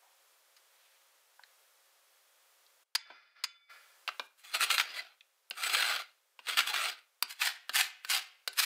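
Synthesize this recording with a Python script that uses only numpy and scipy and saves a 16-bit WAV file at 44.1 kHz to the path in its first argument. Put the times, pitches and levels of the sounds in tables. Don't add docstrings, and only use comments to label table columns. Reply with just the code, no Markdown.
import sys
import numpy as np
from scipy import signal
from scipy.fft import rfft, irfft, next_fast_len
from scipy.io import wavfile
from scipy.ndimage import uniform_filter1d

SR = 44100
rng = np.random.default_rng(int(sys.argv[2]) if len(sys.argv) > 2 else 0)


def wav_out(sig):
    wavfile.write(sys.argv[1], SR, np.round(np.clip(np.atleast_2d(sig).T, -1, 1) * 32767).astype(np.int16))


N = 381465


def amp(db):
    return 10 ** (np.asarray(db) / 20)


def unit(x):
    return x / np.sqrt(np.mean(x ** 2) + 1e-20)


def along(points, hz):
    f, v = np.transpose(points)
    return np.interp(np.log(hz + 1), np.log(f + 1), v)


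def wobble(rate):
    knots = rng.standard_normal(int(N * rate / SR) + 2)
    return np.interp(np.arange(N) * rate / SR, np.arange(len(knots)), knots)


def add(track, s, sound):
    part = track[round(s * SR):][:len(sound)]
    part += sound[:len(part)]


def through(x, response):
    return signal.oaconvolve(x, response)[:len(x)]


def colour(points, size=2048):
    cepstrum = irfft(np.log(amp(along(points, np.fft.rfftfreq(size, 1 / SR)))))
    cepstrum[1:size // 2] *= 2
    cepstrum[size // 2 + 1:] = 0
    response = irfft(np.exp(rfft(cepstrum)))
    return response / np.linalg.norm(response)


def resonate(x, hz, width):
    return signal.lfilter(*signal.iirpeak(hz, hz / width, fs=SR), x)


def band(x, hz, kind):
    return signal.sosfilt(signal.butter(4, hz, kind, fs=SR, output='sos'), x)


def split(x, hz):
    low = signal.sosfiltfilt(signal.butter(6, hz, fs=SR, output='sos'), x)
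    return low, x - low


def burst(t60, size=6000):
    return rng.choice([-1, 1], size) * amp(-60 * np.arange(size) / SR / max(t60, .002))


def press(s, length, rise_db_per_s, fall_db_per_s, sag_db_per_s=0):
    t = np.arange(N) / SR - s
    rise_db = rise_db_per_s * np.minimum(t, 0)
    sag_db = sag_db_per_s * np.clip(t, 0, length)
    fall_db = fall_db_per_s * np.maximum(t - length, 0)
    return amp(np.maximum(rise_db - sag_db - fall_db, -120))


def since(s, length):
    return np.clip(np.arange(N) / SR - s, 0, length)


# start_s [s], length_s [s], level_db [dB]
DRAGS = [(4.526, 0.49, -45.5), (5.595, 0.37, -38), (6.488, 0.43, -44)]
DRAG_RISE_DB_PER_S, DRAG_FALL_DB_PER_S = 427.5, 207
DRAG_TREBLE_DB, DRAG_DULLING_DB_PER_S = -10.5, 18.5
# start_s [s], length_s [s], level_db [dB], treble_db [dB re rasp]
BITES = [(4.382, 0.041, -65.5, -3), (4.442, 0.064, -51.5, -7), (4.543, .024, -32, -10),
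         (4.609, 0.035, -29, -9), (4.707, .048, -30.5, -7.5), (4.781, .028, -32.5, -7),
         (4.958, .03, -40.5, -12.5), (5.633, 0.18, -35, -8.5), (5.736, .225, -32.5, -10),
         (5.993, 0.013, -36.5, -13), (6.488, 0.047, -33.5, -13), (6.576, 0.029, -27.5, -9),
         (6.673, 0.031, -33.5, -8.5), (6.741, 0.16, -31, -13)]
BITE_RISE_DB_PER_S, BITE_FALL_DB_PER_S, BITE_SAG_DB_PER_S = 1249, 702.5, 18.5


def long_strokes():
    contacts = []
    for s, length, db in DRAGS:
        gain = amp(db) * press(s, length, DRAG_RISE_DB_PER_S, DRAG_FALL_DB_PER_S)
        contacts.append((gain, DRAG_TREBLE_DB - DRAG_DULLING_DB_PER_S * since(s, length)))
    for s, length, db, treble_db in BITES:
        gain = amp(db) * press(s, length, BITE_RISE_DB_PER_S, BITE_FALL_DB_PER_S, BITE_SAG_DB_PER_S)
        contacts.append((gain, treble_db))
    return contacts


# start_s [s], length_s [s], level_db [dB], treble_db [dB re rasp]
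FLICKS = [(7.306, 0.0028, -40, -4.5), (7.419, 0.057, -27, -7), (7.756, 0.067, -26.5, -3),
          (8.105, 0.053, -26, -5), (8.592, 0.0032, -24.5, -4), (8.63, .03, -26.5, -4)]
FLICK_RISE_DB_PER_S, FLICK_FALL_DB_PER_S, FLICK_SAG_DB_PER_S = 899, 309, 33.5
FLICK_STOP_S = .008
FLICK_DULLING_DB_PER_S = 47
REST_S, REST_DB = 0.061, -35


def quick_strokes():
    contacts = []
    for s, length, db, treble_db in FLICKS:
        brush = amp(REST_DB) * press(s - REST_S, REST_S, FLICK_RISE_DB_PER_S, FLICK_FALL_DB_PER_S)
        fall = FLICK_FALL_DB_PER_S * (2 if length < FLICK_STOP_S else 1)
        flick = press(s, length, FLICK_RISE_DB_PER_S, fall, FLICK_SAG_DB_PER_S)
        bright_db = treble_db - FLICK_DULLING_DB_PER_S * since(s, 2 * length)
        contacts.append((amp(db) * np.maximum(brush, flick), bright_db))
    return contacts


def shifting(x, depth_db):
    z = signal.stft(x, nperseg=1024)[2]
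    field = uniform_filter1d(rng.standard_normal(z.shape), size=3, axis=0)
    field = uniform_filter1d(field, size=5, axis=1)
    return signal.istft(z * amp(depth_db * unit(field)), nperseg=1024)[1][:N]


# [dB re plain rasp, before a common gain]
BLADE_MODES = [(241, 22, 3.5), (377, 46, -2), (757, 140, 4.5), (1308, 110, -10), (2040, 24, -18.5),
               (2434, 64, -16.5), (3388, 65, -3.5), (4130, 46, 4), (4820, 200, 2.5), (5910, 36, 1.5),
               (6600, 32, -2), (7880, 160, 3), (8750, 120, 8.5), (9700, 50, 1), (11330, 79, -1.5),
               (12400, 130, -5.5), (13600, 55, 0.5)]
# frequency_hz [Hz], density_db [dB per Hz]
PEEL_SPECTRUM = [(88, -79), (150, -44), (359, -24.5), (404, -25), (736, -14.5), (1020, -8.5), (1370, 5),
                 (1660, 0), (2500, 3.5), (3760, -0.5), (4060, 0), (5650, -12.5), (8010, -18),
                 (10500, -20.5), (15500, -20.5)]
# frequency_hz [Hz], density_db [dB per Hz]
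QUICK_PEEL_SPECTRUM = [(130, -89.5), (230, -75.5), (380, -18), (520, -20.5), (790, -9.5), (1100, -8),
                       (1480, -0.5), (2600, 1), (4400, -2.5), (6000, -10.5), (12500, -12.5), (15500, -16.5)]


def rasp(contacts, peel, cuts_per_s, spread_db, clump_db, ring_db, thrum_db, body_db, treble_db):
    struck = rng.random(N) < cuts_per_s / SR
    cuts = struck * rng.choice([-1, 1], N) * amp(spread_db * rng.standard_normal(N))
    clumping = amp(clump_db * wobble(260) + 1.5 * wobble(55))
    force = (unit(cuts) + .35 * rng.standard_normal(N)) * clumping
    plain = shifting(through(force, colour(peel)), depth_db=3)
    ring = np.zeros(N)
    for hz, width, db in BLADE_MODES:
        ring += amp(db + 4.5 * wobble(18) + 3 * wobble(3)) * resonate(plain, hz, width)
    body, treble = map(unit, split(plain + amp(ring_db) * ring, 6140))
    thrum, body = split(body, 730)
    power = sum(gain ** 2 for gain, bright_db in contacts)
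    bright = sum(gain ** 2 * bright_db for gain, bright_db in contacts) / power
    low = amp(thrum_db - 0.5 * (bright + 6.5)) * thrum
    return np.sqrt(power) * (low + amp(body_db) * body + amp(treble_db + bright) * treble)


# [dB, before a 13 dB cut]
SNAGS = [(4.547, -14), (4.627, -13.5), (4.703, -7.5), (4.781, -7), (4.798, -6), (4.81, -11), (5.636, -15),
         (5.696, -16), (5.748, -9), (5.824, -10.5), (5.912, -16), (5.962, -16.5), (6.469, -20.5),
         (6.486, -21), (6.572, -16), (6.59, -5.5), (6.605, -11.5), (7.417, -10)]
SNAG_T60_S, SMALL_SNAGS_PER_S = 0.039, 14
SMALL_SNAG_DB = 5


def snags():
    tears = np.zeros(N)
    for s, db in SNAGS:
        add(tears, s, amp(db - 13) * burst(SNAG_T60_S))
    pressure = sum(gain for gain, treble_db in long_strokes())
    for at in rng.integers(N, size=round(SMALL_SNAGS_PER_S * N / SR)):
        add(tears, at / SR, pressure[at] * amp(SMALL_SNAG_DB - 9) * burst(SNAG_T60_S))
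    plain = through(tears, colour(PEEL_SPECTRUM))
    ring = sum(amp(db) * resonate(plain, hz, width) for hz, width, db in BLADE_MODES)
    return plain + amp(-8.5) * ring


# start_s [s], level_db [dB peak, less 0.5],
# thud_db [dB, before +24], treble_db [dB, before +22], pitch_hz of the spot [Hz], t60_s [s]
TAPS = [(3.102, -40.5, -12, -51, 1010, 0.084), (4.077, -22, -18, -24, 2590, 0.038),
        (4.088, -23, -23.5, -36, 1350, 0.034), (4.196, -24, -20.5, -34, 1400, 0.025),
        (5.509, -24.5, -16, -21, 2770, 0.024), (6.391, -36, -13, -24.5, 2700, 0.046),
        (7.225, -11.5, -21.5, -9, 4040, 0.02), (7.694, -21.5, -23.5, -22.5, 1670, 0.025),
        (8.048, -25, -29, -17, 1650, 0.026), (8.476, -18.5, -25, -13.5, 3920, 0.027)]
# pitch_hz [Hz], width_hz [Hz], level_db [dB]
KNOCK_MODES = [(261, 23, -10.5), (393, 8.4, -8), (742, 21, -2), (1307, 7.2, 1.5), (1540, 110, 5.5),
               (2410, 16, 3), (2810, 190, -2), (2960, 15, 4.5), (3994, 25, 2), (4090, 110, -4)]
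# frequency_hz [Hz], density_db [dB per Hz]
CONTACT_SPECTRUM = [(120, -72), (250, -26.5), (600, -9.5), (1400, -4), (2700, 1.5), (4700, -3.5),
                    (6000, -18), (15000, -18.5)]


def taps():
    out = np.zeros(N)
    lead = 256
    for s, db, thud_db, treble_db, spot_hz, t60 in TAPS:
        blow = np.pad(burst(t60), (lead, 0))
        knock = np.zeros(len(blow))
        for hz, width, level in KNOCK_MODES:
            knock += amp(level + rng.normal(0, 1.16)) * resonate(blow, hz, width)
        struck = through(blow, colour(CONTACT_SPECTRUM)) + amp(5.5) * band(knock, 210, 'high')
        low, rest = split(struck, 1000)
        mid, rest = split(rest, 2500)
        upper, high = split(rest, 7200)
        hard_db = treble_db + 22
        crack = amp(thud_db + 24) * low + mid
        crack += amp(0.44 * min(hard_db, 0)) * upper + amp(hard_db) * high
        spot = resonate(resonate(blow, spot_hz, .3 * spot_hz), spot_hz, .3 * spot_hz)
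        tap = unit(crack) + amp(-6.5) * unit(spot)
        add(out, s - lead / SR, amp(db - 0.5) * tap / np.abs(tap).max())
    return out


# [dB re chatter, before a 15 dB cut]
CLINKS = [(0.565, -58, 0.002, 0.078, -6.5), (2.951, -23.5, 0.0073, 0.019, -19),
          (3.438, -27, 0.004, 0.037, -15.5)]
# frequency_hz [Hz], density_db [dB per Hz]
STEEL_SPECTRUM = [(150, -55.5), (450, -28.5), (1000, -11), (1900, -5.5), (3600, -8), (4950, 3), (5600, -17),
                  (6450, -4.5), (7200, -16.5), (8500, -14), (15000, -24)]
# pitch_hz [Hz], level_db [dB], t60_s [s]
RIM_MODES = [(1385, -4.5, 0.6), (1712, -7, .25), (2060, -1.5, 0.44), (2270, -4, 1), (2460, -8, 0.55),
             (2990, 1.5, 0.39), (3500, -1, 0.83), (4400, -10.5, 0.455), (4845, -3.5, .5), (4900, -7.5, .6),
             (5943, -24.5, .45), (6380, -10, 0.36), (7970, -23.5, .4), (9970, -28.5, .28)]


def clinks():
    out, t = np.zeros(N), np.arange(SR) / SR
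    for s, db, length, chatter_t60, ring_db in CLINKS:
        held = amp(-60 * np.maximum(t - length, 0) / chatter_t60)
        chatter = through(held * rng.choice([-1, 1], SR), colour(STEEL_SPECTRUM))
        ring = np.zeros(SR)
        for hz, level, t60 in RIM_MODES:
            near_hz = hz + rng.normal(0, 11)
            pair = np.sin(2 * np.pi * hz * t) + .55 * np.sin(2 * np.pi * near_hz * t)
            ring += amp(level + rng.normal(0, 1.476) - 60 * t / t60) * pair
        add(out, s, amp(db) * (chatter + amp(ring_db - 15) * ring))
    return out


# start_s [s], length_s [s], level_db [dB]
SHIFTS = [(3.06, 0.1, -59.5), (3.366, 0.015, -62), (3.701, 0.0097, -54.5)]
SHIFT_RISE_DB_PER_S, SHIFT_FALL_DB_PER_S = 1300, 73.5
# frequency_hz [Hz], density_db [dB per Hz]
RUBBING_SPECTRUM = [(300, -25.5), (600, -9), (1000, -11), (1300, 0.5), (2300, -3.5), (3000, -11.5),
                    (5000, -9.5), (7000, -36.5), (15000, -39)]


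def slide():
    rub = through(rng.standard_normal(N) * amp(1.0 * wobble(97)), colour(RUBBING_SPECTRUM))
    gain = np.zeros(N)
    for s, length, db in SHIFTS:
        gain += amp(db) * press(s, length, SHIFT_RISE_DB_PER_S, SHIFT_FALL_DB_PER_S)
    ring = sum(amp(10.5) * resonate(rub, hz, 22) for hz, level, t60 in RIM_MODES)
    return gain * unit(rub + ring)


# pitch_hz [Hz], level_db [dB]
SINGING_TONES = [(2008, 4), (4097, -2.5), (4646, -5), (7014, -14), (8705, -17.5), (11483, -19),
                 (12974, -23.5)]
RUN_OFF_S, RUN_OFF_LENGTH_S, RUN_OFF_DB = 4.992, .006, -40
RUN_OFF_RISE_DB_PER_S, RUN_OFF_FALL_DB_PER_S = 247, 750


def singing():
    gain = amp(RUN_OFF_DB) * press(RUN_OFF_S, RUN_OFF_LENGTH_S, RUN_OFF_RISE_DB_PER_S, RUN_OFF_FALL_DB_PER_S)
    tones = np.zeros(N)
    for hz, db in SINGING_TONES:
        tones += amp(db) * unit(resonate(rng.standard_normal(N), hz, 23))
    return gain * unit(tones)


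# start_s [s], level_db [dB peak], low_pitch_hz [Hz],
# high_pitch_hz [Hz], t60_s [s]
TICKS = [(.02, -61.5, 785, 905, 0.6), (1.394, -43.5, 940, 1540, 0.011), (1.435, -42, 1720, 4050, 0.024),
         (2.664, -54, 3800, 4300, .03), (3.011, -45, 1920, 3580, 0.057), (5.208, -45.5, 2370, 3340, .02),
         (5.501, -29.5, 10880, 12000, 0.0059), (8.53, -39, 4240, 10100, 0.043)]


def ticks():
    out = np.zeros(N)
    for s, db, low_hz, high_hz, t60 in TICKS:
        snap = burst(t60)
        pop = np.zeros(len(snap))
        for hz in (low_hz, high_hz):
            pop += unit(resonate(resonate(snap, hz, 0.28 * hz), hz, 0.28 * hz))
        add(out, s, amp(db) * pop / np.abs(pop).max())
    return out


SWISH_S, SWISH_LENGTH_S, SWISH_DB, SWISH_FADE_DB_PER_S = 0.79, .17, -72, 65


def swish():
    rustle = unit(through(rng.standard_normal(N) * amp(2.5 * wobble(120)), colour(QUICK_PEEL_SPECTRUM)))
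    return amp(SWISH_DB) * press(SWISH_S, SWISH_LENGTH_S, SWISH_FADE_DB_PER_S, SWISH_FADE_DB_PER_S) * rustle


# frequency_hz [Hz], level_db [dB]
ROOM_COLOUR = [(150, -10), (500, 0), (1400, -2.5), (2300, -2), (4700, -4.5), (6500, -1), (15000, -15.5)]
# [s, before stretching]
ROOM_DECAY = [(300, .45), (800, 0.4), (2100, 0.51), (5500, 0.36), (14000, 0.15)]


def kitchen(x, stretch):
    hz, t, z = signal.stft(rng.standard_normal(SR), SR, nperseg=256)
    t60 = stretch * along(ROOM_DECAY, hz)[:, None]
    decay = amp(along(ROOM_COLOUR, hz)[:, None] - 60 * t / t60)
    build_up = 1 - np.exp(-t / 0.0028)
    tail = signal.istft(z * decay * build_up, SR, nperseg=256)[1]
    return through(x, tail / np.linalg.norm(tail))


# frequency_hz [Hz], density_db [dB per Hz]
HISS_SPECTRUM = [(100, -54.5), (215, -35.5), (340, -13), (500, -4), (1300, -2), (2500, -4.5), (6000, -7),
                 (15500, -9.5)]
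# pitch_hz [Hz], level_db [dB re hiss]
HUM_TONES = [(543.7, -19.5), (1238, -23), (3316, -20.5)]
# start_s [s], level_db [dB]
HISS_STEPS = [(0, -67), (2.837, -86), (3.696, -65.5), (4.27, -74.5)]
HISS_STEP_S = .008


def hiss():
    t = np.arange(N) / SR
    hum = np.zeros(N)
    for hz, db in HUM_TONES:
        hum += amp(db) * np.sqrt(2) * np.sin(2 * np.pi * hz * t + wobble(7.7))
    air = unit(through(rng.standard_normal(N), colour(HISS_SPECTRUM)))
    starts, levels_db = np.transpose(HISS_STEPS)
    stepped_db = levels_db[np.searchsorted(starts[1:], t)]
    level_db = uniform_filter1d(stepped_db, round(HISS_STEP_S * SR))
    return amp(level_db + 0.63 * wobble(6.5)) * (air + hum)


def scene():
    slow = rasp(long_strokes(), PEEL_SPECTRUM, cuts_per_s=2200, spread_db=2.0, clump_db=2.0,
                ring_db=0, thrum_db=4.0, body_db=-1.5, treble_db=1) + snags()
    quick = rasp(quick_strokes(), QUICK_PEEL_SPECTRUM, cuts_per_s=3500, spread_db=3.5, clump_db=2.3,
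                 ring_db=-11.5, thrum_db=-6, body_db=-1.5, treble_db=-1.0)
    knocks = taps() + ticks()
    grater = clinks()
    room = kitchen(amp(-18.0) * slow + amp(-17.0) * knocks + amp(-21.5) * grater, stretch=0.63)
    room += kitchen(amp(-18) * quick, stretch=1.15)
    return (slow + quick + knocks + grater + slide() + singing() + swish() + room + hiss())[None]


TOP_HZ, FADE_S = 15650, .006


def record(dry):
    size = next_fast_len(N + 8192)
    passed = np.clip((TOP_HZ - np.fft.rfftfreq(size, 1 / SR)) / 400 + .5, 0, 1)
    fade = np.minimum(np.arange(N)[::-1] / SR / FADE_S, 1)
    return irfft(rfft(band(dry, 250, 'high') * fade, size) * passed, size)[:, :N]


dry = scene()
out = record(dry)
wav_out(out)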